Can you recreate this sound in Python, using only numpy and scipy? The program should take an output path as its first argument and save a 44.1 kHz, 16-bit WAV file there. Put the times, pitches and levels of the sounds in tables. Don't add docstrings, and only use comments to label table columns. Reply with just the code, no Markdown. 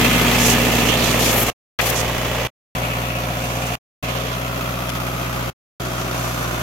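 import sys
import numpy as np
from scipy import signal
from scipy.fft import rfft, irfft
from scipy.io import wavfile
from scipy.ndimage import uniform_filter1d

SR = 44100
rng = np.random.default_rng(int(sys.argv[2]) if len(sys.argv) > 2 else 0)


def unload_wav(signal):
    wavfile.write(
        sys.argv[1],
        SR,
        np.round(np.clip(np.atleast_2d(signal).T, -1, 1) * 32767).astype(np.int16),
    )


N = 291942
TIME = np.arange(N) / SR
BINS_HZ = np.fft.rfftfreq(N, 1 / SR)

# start_s, length_s, centre_hz, width_octaves, left_db, right_db
LEAF_STROKES = [(0.391, 0.16, 7900, 0.64, -19, -16), (0.86, .04, 6400, 2.7, -30, -22),
                (.877, .09, 3000, 0.24, -38.5, -20.5), (0.946, 0.18, 3960, 0.25, -40, -23),
                (1.188, .14, 6070, 1.3, -18, -21), (1.305, .14, 12700, .55, -18.5, -18.5),
                (1.462, 0.036, 4960, 3.5, -23, -34), (1.783, 0.026, 2185, .75, -15, -25),
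                (1.805, 0.11, 7500, 3, -20.5, -22.5), (1.897, .013, 11530, 1.2, -19, -34),
                (1.948, 0.074, 6400, 0.75, -31, -23), (3.344, .48, 8940, 1.6, -39, -29.5),
                (4.024, 0.35, 2970, 0.8, -46, -29), (4.891, .014, 3880, 1.3, -21.5, -33.5),
                (6.148, .32, 7900, 1.2, -34, -32)]
# left_db, right_db
BRUSH_DB = (-34, -28.5)
LISTENER_WALK = [(.3, 0, -0.1), (.9, 0.07, -0.95), (1.5, .5, -0.5), (1.802, 0.78, -1.3), (2.47, 1.02, -1),
                 (2.75, 2.3, 0), (3.75, 2.5, -1.35), (4.03, 2.5, -1.66), (5.5, 3.5, -1.5), (5.8, 6, -3),
                 (6.25, 4, -1.5)]
# pitch_hz, left_db, right_db
COLOUR_BESIDE = [(30.0, -16, -10.5), (49.3, -13, -10), (80.9, 2, -4.5), (133.0, -5.5, 0.5), (151, 1, 4.5),
                 (241, 3, 1.5), (730, -4, -0.5), (1350, -4, -9.5), (1400, -7, -8), (2148, -3.5, -3),
                 (2400, -6.5, -0.5), (6350.0, -12, -13), (7710, -12.5, -10.5), (15500.0, -15, -13)]
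COLOUR_IN_CANE = [(30.65, -21, -7), (48.9, -23.5, -17.5), (60.1, 0, -2.5), (144, -5, -1.5), (276, -9.5, -9),
                  (508, 0, -1), (854, -10, -5.5), (1077, -4.5, -6.5), (1500, -13, -11.5), (1710, -9, -8.5),
                  (3135, -14.5, -9.5), (3800, -16, -14.5), (8550.0, -19.5, -20), (15500.0, -21.5, -18)]
COLOUR_FIELD_EDGE = [(30.0, -23.0, -22.0), (147.0, -5.0, -5.0), (324.0, -12.0, -12.0), (436.0, -7.0, -9.0),
                     (717.0, -7.0, -6.0), (874.0, -13.0, -11.0), (1070.0, -6.0, -8.0),
                     (1580.0, -15.0, -14.0), (2130.0, -14.0, -14.0), (2600.0, -8.0, -8.0), (3600, -18, -17),
                     (5500, -21, -22), (9000, -22, -23), (15000, -24, -31)]
COLOUR_AHEAD = [(30.0, -22.0, -21.0), (147.0, -6.0, -4.0), (266.0, -11.0, -10.0), (395.0, -14.0, -7.0),
                (532.0, -3.0, -13.0), (717.0, -7.0, -12.0), (874.0, -15.0, -12.0), (1070.0, -6.0, -11.0),
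                (1300.0, -12.0, -2.0), (1580.0, -16.0, -9.0), (1930.0, -13.0, -18.0),
                (2600.0, -16.0, -15.0), (7010.0, -21.0, -24.0), (15500.0, -23.0, -27.0)]
COLOUR_HEAD_ON = [(30.0, -21.0, -21.0), (49.3, -20.0, -19.0), (60.1, -16.0, -12.0), (147.0, -5.0, -3.0),
                  (179.0, -9.0, -9.0), (358.0, -7.0, -5.0), (436.0, -15.0, -5.0), (532.0, -4.0, -12.0),
                  (717.0, -5.0, -11.0), (874.0, -13.0, -11.0), (1070.0, -6.0, -8.0), (1430.0, -12.0, -3.0),
                  (1750.0, -13.0, -14.0), (15500.0, -23.0, -24.0)]
# pitch_hz, in_crop_rad, at_edge_rad, in_front_rad
LEFT_LEAD = [(420, 0, 0, .2), (480, 0, 0, 2.5), (620, -.2, -.3, .8), (850, .3, -.2, .3),
             (1020, .6, 2.6, 1.4), (1200, .4, 3.5, .7), (1600, 0, 3.5, 3.1), (2100, -.4, 6.2, 4.2),
             (2700, 0, 8.5, 8.5), (3900, 0, 11, 12.9)]
# time_s, firings_per_s
ENGINE_SPEED = [(0.0, 59.6), (0.62, 59.6), (0.85, 58.7), (1.15, 59.0), (1.8, 58.2), (2.2, 59.7),
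                (3.3, 59.8), (4.1, 60.2), (4.45, 61.6), (5.4, 61.0), (6.05, 61.4), (6.62, 58.9)]
TONE_MULTIPLES = [1, 2, 2.25, 2.75, 3, 3.25, 4, 4.4, 5, 7, 8.8, 10.5, 11, 21]
TONE_BESIDE_DB = [-28.5, -26.5, -51.5, -31.5, -48, -39.5, -24.5, -36, -41, -43.5, -36.5, -40.5, -46.5, -37]
TONE_OPEN_DB = [-33, -29, -53, -39, -35.5, -59, -44, -39, -48.5, -51, -37, -41, -45.5, -46.5]
# pitch_hz, width_hz, boost_db
PANEL_RINGS = [(718, 27, 2.5), (2563, 37, 3), (2746, 25, 6)]
CYLINDER_KNOCK_DB = [.5, -.1, .1, -.5]
# pitch_hz, left_db, right_db
TREBLE_COLOUR = [(3520, 0.5, 0), (3600, -3.0, -2.5), (5000, -4, -3), (6830, -3.5, 2.5), (6600, -8.5, 0),
                 (8900, -7.5, -7.5), (11660, -0.5, -14), (11500, 4.5, -9), (15800.0, -6.5, -10)]
# start_s, end_s, above_hz
SIDE_SWAP = (2.94, 3.36, 5000)
# start_s, end_s
STRETCHES = [(0, 1.501), (1.789, 2.472), (2.751, 3.755), (4.027, 5.501), (5.799, 6.7)]


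def amp(db):
    return 10 ** (np.asarray(db) / 20)


def unit_level(x):
    return x / np.sqrt(np.mean(x ** 2) + 1e-20)


def wander(rate_hz):
    return unit_level(irfft(rfft(rng.standard_normal(N)) * np.exp(-(BINS_HZ / rate_hz) ** 2), N))


def at_pitches(rows, hz):
    pitch_hz, *columns = np.transpose(rows)
    return np.array([np.interp(np.log(hz + 1), np.log(pitch_hz + 1), column) for column in columns])


def along_walk(values, place):
    weights = np.maximum(1 - abs(place - np.arange(len(values))[:, None]), 0)
    return np.tensordot(np.asarray(values, float), weights, (0, 0))


def light_brushes(per_s=7, until_s=2.1, typical_s=0.16, typical_hz=8200, octaves=0.79, spread_db=3):
    rows = []
    for slot, (late, longer, higher, louder) in enumerate(rng.uniform(-1, 1, (64, 4))):
        start_s = (slot + .5 + .5 * late) / per_s
        if start_s < until_s:
            length_s = typical_s * (1 + .5 * longer)
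            centre_hz = typical_hz * 2 ** (.5 * higher)
            levels_db = np.array(BRUSH_DB) + spread_db * louder
            rows.append((start_s, length_s, centre_hz, octaves, *levels_db))
    return rows


def leaves(crackle_db=2.5, clump_db=2):
    grit = rng.standard_normal((2, N))
    grit *= amp(crackle_db * np.array([wander(900), wander(900)]) + clump_db * wander(39))
    out = np.zeros((2, N))
    for start_s, length_s, centre_hz, octaves, left_db, right_db in LEAF_STROKES + light_brushes():
        start = round(start_s * SR)
        span = slice(start, start + round(length_s * SR))
        slips = grit[:, span]
        size = slips.shape[1]
        hz = np.fft.rfftfreq(size, 1 / SR)
        band = np.exp(-.5 * (np.log2((hz + 1) / centre_hz) / octaves) ** 2) / np.sqrt(1 + hz / centre_hz)
        scrape = unit_level(irfft(rfft(slips) * band, size))
        soft_ends = signal.windows.tukey(size, 0.24)
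        out[:, span] += amp([[left_db], [right_db]]) * scrape * soft_ends
    return out


def stalk_reflections(shape, depth_db=2):
    slow_noise = uniform_filter1d(rng.standard_normal(shape), size=30, axis=-1)
    ripple = unit_level(uniform_filter1d(slow_noise, size=3, axis=-2))
    return unit_level(amp(depth_db * ripple))


def through_crop(knock, tones, place, frame=2048):
    hz, frame_s, knock_bands = signal.stft(knock, SR, nperseg=frame)
    tone_bands = signal.stft(tones, SR, nperseg=frame)[2]
    place = np.interp(frame_s, TIME, place)
    ring_db = sum(db / (1 + (2 * (hz - centre) / width) ** 2) for centre, width, db in PANEL_RINGS)
    knock_bands = knock_bands * amp(ring_db[:, None]) * stalk_reflections(knock_bands.shape)
    tables = (COLOUR_BESIDE, COLOUR_IN_CANE, COLOUR_FIELD_EDGE, COLOUR_AHEAD, COLOUR_HEAD_ON)
    colour = amp(along_walk([at_pitches(rows, hz) for rows in tables], place))
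    balance = colour / np.sqrt(np.mean(colour ** 2, axis=0))
    inside, edge, front = at_pitches(LEFT_LEAD, hz)
    lead = along_walk([inside, inside, edge, front, front], place)
    heard = (knock_bands * colour + tone_bands * balance) * np.exp(.5j * np.array([lead, -lead]))
    return signal.istft(heard, SR, nperseg=frame)[1][:, :N]


def drone_and_whine(firings, place, waver_db=0.04, drift_rad=0.044):
    near = np.clip(1 - place / 1.01, 0, 1)
    out = np.zeros(N)
    for multiple, beside_db, open_db in zip(TONE_MULTIPLES, TONE_BESIDE_DB, TONE_OPEN_DB):
        phase = 2 * np.pi * multiple * firings + drift_rad * multiple * wander(13)
        level_db = open_db + (beside_db - open_db) * near - waver_db * multiple * wander(9.1)
        out += amp(level_db) * np.cos(phase)
    return np.sqrt(2) * out


def surging_rasp(knock, place, centre_hz=2600, width_hz=400, surge_db=2.8):
    surge = unit_level(amp(surge_db * wander(14)))
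    at_edge = np.exp(-(place - 2) ** 2)
    rasp = irfft(rfft(knock) * np.exp(-((BINS_HZ - centre_hz) / width_hz) ** 2), N)
    return knock + at_edge * (surge - 1) * rasp


def block_rattle(firings, repeats_below_hz=1800, grit_db=0.5):
    cycle_position = (firings / len(CYLINDER_KNOCK_DB)) % 1
    patterns = rng.standard_normal((2, 2940))
    one, other = patterns[:, (cycle_position * patterns.shape[1]).astype(int)]
    blend = wander(0.61)
    repeating = one * np.cos(blend) + other * np.sin(blend)
    fresh = unit_level(rng.standard_normal(N) * amp(grit_db * wander(830)))
    share = 0.44 / (1 + (BINS_HZ / repeats_below_hz) ** 2)
    return np.sqrt(share) * rfft(repeating) + np.sqrt(1 - share) * rfft(fresh)


def cylinder_blows(firings, uneven_db=0.8, bed=1.35, decay_firings=0.35):
    position = firings + 1.27
    count = position.astype(int)
    blow_db = np.take(CYLINDER_KNOCK_DB, count % len(CYLINDER_KNOCK_DB))
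    blow_db += uneven_db * rng.standard_normal(1000)[count]
    return unit_level(amp(blow_db) * (bed + np.exp(-(position % 1) / decay_firings)))


def diesel_knock(firings, gain_db=-6, bass_alike=0.92, treble_alike=0.043, alike_below_hz=1500):
    left, separate = block_rattle(firings), block_rattle(firings)
    alike = treble_alike + (bass_alike - treble_alike) / (1 + (BINS_HZ / alike_below_hz) ** 2)
    right = alike * left + np.sqrt(1 - alike ** 2) * separate
    bass_loss = amp(-3 / (1 + (BINS_HZ / 240) ** 6))
    rattle = irfft(bass_loss * np.array([left, right]), N)
    return amp(gain_db) * rattle * cylinder_blows(firings)


def scene():
    firings_per_s = np.interp(TIME, *np.transpose(ENGINE_SPEED))
    firings = np.cumsum(firings_per_s) / SR
    walk_s, places, engine_db = np.transpose(LISTENER_WALK)
    place = np.clip(np.interp(TIME, walk_s, places), 0, 4)
    knock = surging_rasp(diesel_knock(firings), place)
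    engine = through_crop(knock, drone_and_whine(firings, place), place)
    return amp(np.interp(TIME, walk_s, engine_db)) * engine + leaves()


def record(dry, tail_db=-17, tail_s=0.032, top_hz=15900):
    spectrum = rfft(dry) * amp(at_pitches(TREBLE_COLOUR, BINS_HZ))
    swap_start_s, swap_end_s, above_hz = SIDE_SWAP
    treble = irfft(spectrum * (BINS_HZ > above_hz), N)
    swapped = (TIME > swap_start_s) & (TIME < swap_end_s)
    heard = irfft(spectrum, N) + swapped * (treble[::-1] - treble)
    gate = np.zeros(N)
    for start_s, end_s in STRETCHES:
        faint_tail = amp(tail_db) * np.clip(1 - (TIME - end_s) / tail_s, 0, 1)
        gate += (TIME >= start_s) * np.where(TIME < end_s, 1, faint_tail)
    heard *= uniform_filter1d(gate, size=60)
    low_pass = signal.firwin(511, top_hz, window=("kaiser", 9), fs=SR)
    return signal.oaconvolve(heard, low_pass[None], "same")


dry = scene()
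out = record(dry)
unload_wav(out)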